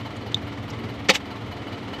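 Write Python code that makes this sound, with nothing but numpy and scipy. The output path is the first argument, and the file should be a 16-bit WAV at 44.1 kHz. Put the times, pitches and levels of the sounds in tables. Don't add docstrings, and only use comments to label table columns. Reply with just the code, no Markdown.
import sys
import numpy as np
from scipy import signal
from scipy.fft import rfft, irfft, next_fast_len
from scipy.io import wavfile
from scipy.ndimage import uniform_filter1d, map_coordinates

SR = 44100
rng = np.random.default_rng(int(sys.argv[2]) if len(sys.argv) > 2 else 0)


def volts_from_db(level):
    exponent = np.asarray(level, float) / 20
    return 10 ** exponent


def generate_wav(signal):
    frames = np.transpose(np.atleast_2d(signal))
    scaled = np.clip(frames, -1, 1) * 32767
    pcm = np.round(scaled).astype(np.int16)
    wavfile.write(sys.argv[1], SR, pcm)


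N = 88200
T = np.arange(N) / SR

# [f/Hz, level/dB per Hz]
CAB_SPECTRUM = [(15, -43), (25, -13), (91, 0), (164, -12), (281, -6), (580, -8.5), (868, -13),
                (1330, -13.5), (1570, -20.5), (2050, -14.5), (2470, -20), (3070, -19), (6340, -38),
                (12700, -54.5), (15400, -64)]
# [f/Hz, level/dB per Hz]
RUMBLE_SPECTRUM = [(50, -65), (72, -7), (105, 6), (130, -5.5), (220, -4.5), (300, -5.5), (500, -10.5),
                   (800, -60)]
# [t/s, level/dB rms]
RUMBLE_LEVEL = [(0, -50), (.25, -38), (.4, -37), (.55, -42), (.68, -41.5), (.85, -32), (1.1, -53.5),
                (1.3, -42.5), (1.5, -41), (2, -38)]
RUSTLE_TIMES = [.168, .322, .706, .705]
# [length t/s, level/dB, centre f/Hz]
RUSTLES = [(0.0054, -53, 7400), (0.00085, -47, 6300), (0.0076, -45, 5500), (.002, -57, 11000)]
# [t/s, level/dB]
SWITCH_CONTACTS = [(.3436, -27), (.3444, -9)]
# [f/Hz, mean level/dB, T60 t/s]
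SWITCH_MODES = [(3400, -8, .007), (3600, 6, .012), (3950, -17, .035), (4400, -3, .006), (6280, -16, .014),
                (6600, -20, .012), (7310, -20, .014), (150, -26, .12)]
# [t/s, level/dB, chatter decay t/s]
LEVER_BLOWS = [(1.0865, -18.5, 0.0016), (1.0893, -9, 0.0047), (1.0924, -10.5, 0.0024),
               (1.0982, -9.5, 0.0032), (1.1045, -10.5, 0.0033), (1.112, -24.5, 0.01),
               (1.124, -32.5, 0.0059), (1.1355, -29.5, 0.0025), (1.144, -32, 0.0049), (1.152, -24, 0.0015),
               (1.1546, -17.5, 0.00032), (1.158, -42, 0.0045)]
# [mean f/Hz, mean level/dB, T60 t/s]
LEVER_MODES = [(430, -27, 0.071), (514, -11, 0.069), (575, -9.5, 0.039), (776, -12.5, 0.065),
               (844, -3, 0.028), (1285, 0.5, 0.015), (1514, -5.5, 0.01), (1917, -4.5, 0.033),
               (2189, -7.5, 0.06), (2260, 1, 0.024), (2570, 1.5, 0.012), (2830, -10.5, 0.014),
               (2980, -1.5, 0.04), (3465, -4.5, 0.028), (3730, -6, 0.034), (4480, -4, 0.016),
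               (4950, -7.5, 0.02), (5990, -15.5, 0.031)]
# [t/s, level/dB before the drag gain]
DRAG_LEVEL = [(1.084, -75), (1.092, -42), (1.1, -30), (1.127, -62), (1.154, -37), (1.187, -69), (1.2, -92)]
# [f/Hz, gain/dB]
RUB_SPECTRUM = [(800, 1), (1300, -8), (2650, 3.5), (4000, -10), (5600, -6), (7500, -12.5), (10000, -26.5),
                (14000, -24.5), (16000, -45)]
# [f/Hz, level/dB rms]
HUM_TONES = [(112.6, -41), (225.2, -49)]
# [t/s, gain/dB]
HUM_LEVEL = [(0, -0.5), (.45, -3.5), (.6, 5.5), (.68, -20), (.72, 5), (.85, 2.5), (1.05, -1), (1.25, -21),
             (1.45, 3.5), (2, -29)]
# [multiple of the firing rate, level/dB rms]
FIRING_ORDERS = [(4, -48), (4.25, -60), (5, -45), (5.25, -52), (6.25, -46.5), (7, -55.5), (8, -51.5),
                 (10, -50), (11, -50.5), (12, -50), (13, -56), (14, -51.5), (15, -46)]
# [knock level/dB, block ring level/dB, clatter level/dB]
CYLINDERS = [(0, -1, 1), (1, 5, 5), (0, 0, -1), (0, -1, -1)]
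# [f/Hz, level/dB per Hz]
KNOCK_SPECTRUM = [(250, -3), (450, -7), (870, 0.5), (1570, -6), (2220, -1.5), (2610, -13), (3300, -9),
                  (6340, -25), (9000, -36)]
# [f/Hz, width f/Hz, level/dB]
BLOCK_MODES = [(479, 20, -11), (707.5, 20.6, 7.5), (889, 25, 4), (1345, 36, -2), (2350, 110, -12),
               (2995, 41, 2), (4100, 55, -5), (4606, 124, -12.5)]
# [t/s, gain/dB]
RING_WANDER = [(.27, 3.5), (.48, -1.5), (.9, 0), (1.32, 0), (1.53, 0.5), (1.75, 3.5)]
# [f/Hz, level/dB per Hz]
CLATTER_SPECTRUM = [(4000, 4), (6000, -34), (7200, -1.5), (9000, 8), (11000, 11), (13000, 19), (15000, -3),
                    (16000, -30)]

FIRING_HZ = 19.17


def unit(x):
    return x / np.sqrt(np.mean(x ** 2) + 1e-20)


def filtered(x, response):
    size = next_fast_len(N + 8192)
    return irfft(rfft(x, size) * response(np.fft.rfftfreq(size, 1 / SR)), size)[:N]


def colour(points):
    f, db = np.transpose(points)
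    return lambda hz: volts_from_db(np.interp(np.log(hz + 1), np.log(f + 1), db, left=-120, right=-120))


def wobble(rate):
    return map_coordinates(rng.standard_normal(int(N * rate / SR) + 4), [T * rate])


def ring(modes, attack_s, spread_db):
    t = T[:SR // 6]
    hz, db, t60 = np.transpose(modes)[:, :, None]
    db = db + spread_db * rng.standard_normal(db.shape)
    partials = volts_from_db(db - 60 * t / t60) * np.sin(2 * np.pi * hz * t)
    return partials.sum(0) * (1 - np.exp(-t / attack_s)) ** 2


def cab():
    roar = unit(filtered(rng.standard_normal(N), colour(CAB_SPECTRUM)))
    roar_db = -38.5 + 0.7 * wobble(12.27)
    rumble = unit(filtered(rng.standard_normal(N), colour(RUMBLE_SPECTRUM)))
    rumble_db = np.interp(T, *np.transpose(RUMBLE_LEVEL))
    return roar * volts_from_db(roar_db) + rumble * volts_from_db(rumble_db)


def rustles():
    log_width = 0.28
    out = np.zeros(N)
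    for s, (length, db, centre) in zip(RUSTLE_TIMES, RUSTLES):
        band = lambda hz: np.exp(-(np.log((hz + 1) / centre) / log_width) ** 2)
        puff = unit(filtered(rng.standard_normal(N), band))
        out += volts_from_db(db) * np.exp(-((T - s) / length) ** 2) * puff
    return out


def switch():
    fizz_db, fizz_t60_s = -35.5, 0.015
    out = np.zeros(N)
    for s, db in SWITCH_CONTACTS:
        tick = ring(SWITCH_MODES, attack_s=0.0004, spread_db=1)
        fizz = np.convolve(rng.standard_normal(len(tick)), [1, 0, -1], "same")
        fizz = fizz * volts_from_db(fizz_db - 60 * T[:len(tick)] / fizz_t60_s)
        out[round(s * SR):][:len(tick)] += volts_from_db(db) * (tick + fizz)
    return out


def lever_blows():
    detune = 0.018
    heavy_db, thump_hz = -20, 1000
    crunch_db, crunch_top_hz = 7, 7500
    lever, crunch = np.zeros((2, N))
    t = T[:SR // 50]
    for s, db, decay_s in LEVER_BLOWS:
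        modes = []
        for hz, level, t60 in LEVER_MODES:
            weakening = min(db - heavy_db, 0) * (hz < thump_hz)
            modes.append((hz * (1 + detune * rng.standard_normal()), level + weakening, t60))
        chatter = rng.standard_normal(len(t)) * np.exp(-t / decay_s)
        rung = ring(modes, attack_s=0.00027, spread_db=1)
        blow = signal.fftconvolve(rung, chatter)
        blow *= np.linalg.norm(rung) / np.linalg.norm(blow)
        lever[round(s * SR):][:len(blow)] += volts_from_db(db) * blow
        crunch[round(s * SR):][:len(chatter)] += volts_from_db(db + crunch_db) * chatter
    lever = signal.sosfilt(signal.butter(4, 250, "high", fs=SR, output="sos"), lever)
    rub = colour(RUB_SPECTRUM)
    return lever + filtered(crunch, lambda hz: rub(hz) / (1 + (hz / crunch_top_hz) ** 4))


def column_thud():
    thud = ring([(195, -16.5, 0.096)], attack_s=0.0021, spread_db=3)
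    out = np.zeros(N)
    out[round(1.091 * SR):][:len(thud)] += thud
    return out


def lever_drag():
    grains_per_s, drag_gain_db = 20000, 17.5
    grains = rng.standard_normal(N) * (rng.random(N) < grains_per_s / SR)
    s, db = np.transpose(DRAG_LEVEL)
    level_db = drag_gain_db + np.interp(T, s, db, left=-120, right=-120)
    return unit(filtered(grains, colour(RUB_SPECTRUM))) * volts_from_db(level_db)


def accessory_hum():
    drift_rad = 0.3
    level = volts_from_db(np.interp(T, *np.transpose(HUM_LEVEL)))
    hum = np.zeros(N)
    for hz, db in HUM_TONES:
        hum += volts_from_db(db) * np.cos(2 * np.pi * hz * T + drift_rad * wobble(1.03))
    return np.sqrt(2) * level * hum


def drone():
    lead_s, waver_db = 0.01201, 2.5
    turn = 2 * np.pi * FIRING_HZ * (T + lead_s)
    out = np.zeros(N)
    for k, db in FIRING_ORDERS:
        phase = (k > 6) * rng.uniform(0, 2 * np.pi)
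        out += volts_from_db(db + waver_db * wobble(4.5)) * np.cos(k * turn + phase)
    return np.sqrt(2) * out


def bursts(column, rise_s, fall_s):
    first_s, jitter_s, scatter_db = -0.003, 0.001, 1.5
    same_share = 0.45
    count, size = int(N / SR * FIRING_HZ) + 3, SR // 10
    k, t = np.arange(-1, count), T[:size]
    draw = rng.standard_normal((len(k), 2))
    repeated = rng.standard_normal((4, size))[k % 4]
    fresh = rng.standard_normal((len(k), size))
    noise = np.sqrt(same_share) * repeated + np.sqrt(1 - same_share) * fresh
    shape = (1 - np.exp(-t / rise_s)) ** 2 * np.exp(-t / fall_s)
    gain = volts_from_db(np.array(CYLINDERS)[k % 4, column] + scatter_db * draw[:, 0])
    onset_s = first_s + k / FIRING_HZ + jitter_s * draw[:, 1]
    start = np.round(onset_s * SR).astype(int) + size
    places = start[:, None] + np.arange(size)
    summed = np.bincount(places.ravel(), (gain[:, None] * shape * noise).ravel())
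    return summed[size:size + N]


def block(hz):
    response = 0
    for k, (centre, width, db) in enumerate(BLOCK_MODES):
        damping = 1j * hz * width
        response = response + (-1) ** k * volts_from_db(db) * damping / (centre ** 2 - hz ** 2 + damping)
    return response


def combustion():
    knock = unit(filtered(bursts(column=0, rise_s=0.0029, fall_s=0.02), colour(KNOCK_SPECTRUM)))
    rung = unit(filtered(bursts(column=1, rise_s=0.011, fall_s=0.011), block))
    clatter = unit(filtered(bursts(column=2, rise_s=0.01, fall_s=0.011), colour(CLATTER_SPECTRUM)))
    ring_db = -48 + np.interp(T, *np.transpose(RING_WANDER))
    return volts_from_db(-45) * knock + volts_from_db(ring_db) * rung + volts_from_db(-72) * clatter


def scene():
    cab_t60_s, cab_wet_db = 0.06, -17
    near = rustles() + switch() + lever_blows() + column_thud() + lever_drag()
    tail = rng.standard_normal(SR // 5) * volts_from_db(-60 * T[:SR // 5] / cab_t60_s)
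    delayed = np.pad(near, (130, 0))
    wet = signal.fftconvolve(delayed, tail / np.linalg.norm(tail))[:N]
    engine = accessory_hum() + drone() + combustion()
    return (cab() + near + volts_from_db(cab_wet_db) * wet + engine)[None]


def top_cut(x):
    return signal.sosfilt(signal.butter(12, 15530, fs=SR, output="sos"), x)


def record(dry):
    agc_start_db, agc_slope, agc_time_s = -16, 0.92, 0.061
    ceiling, top_hz = 1.2, 15600
    cut = signal.sosfilt(signal.butter(2, 61.7, "high", fs=SR, output="sos"), dry)
    power = np.abs(uniform_filter1d(cut ** 2, size=SR // 200))
    level_db = 10 * np.log10(power + 1e-12)
    excess_db = np.maximum(level_db - agc_start_db, 0)
    keep = np.exp(-1 / (agc_time_s * SR))
    duck_db = signal.lfilter([1 - keep], [1, -keep], agc_slope * excess_db)
    ducked = cut * volts_from_db(-duck_db)
    limited = ducked / (1 + np.abs(ducked / ceiling) ** 4) ** (1 / 4)
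    mix = filtered(limited[0], lambda hz: hz < top_hz)[None]
    return top_cut(mix)


dry = scene()
out = record(dry)
generate_wav(out)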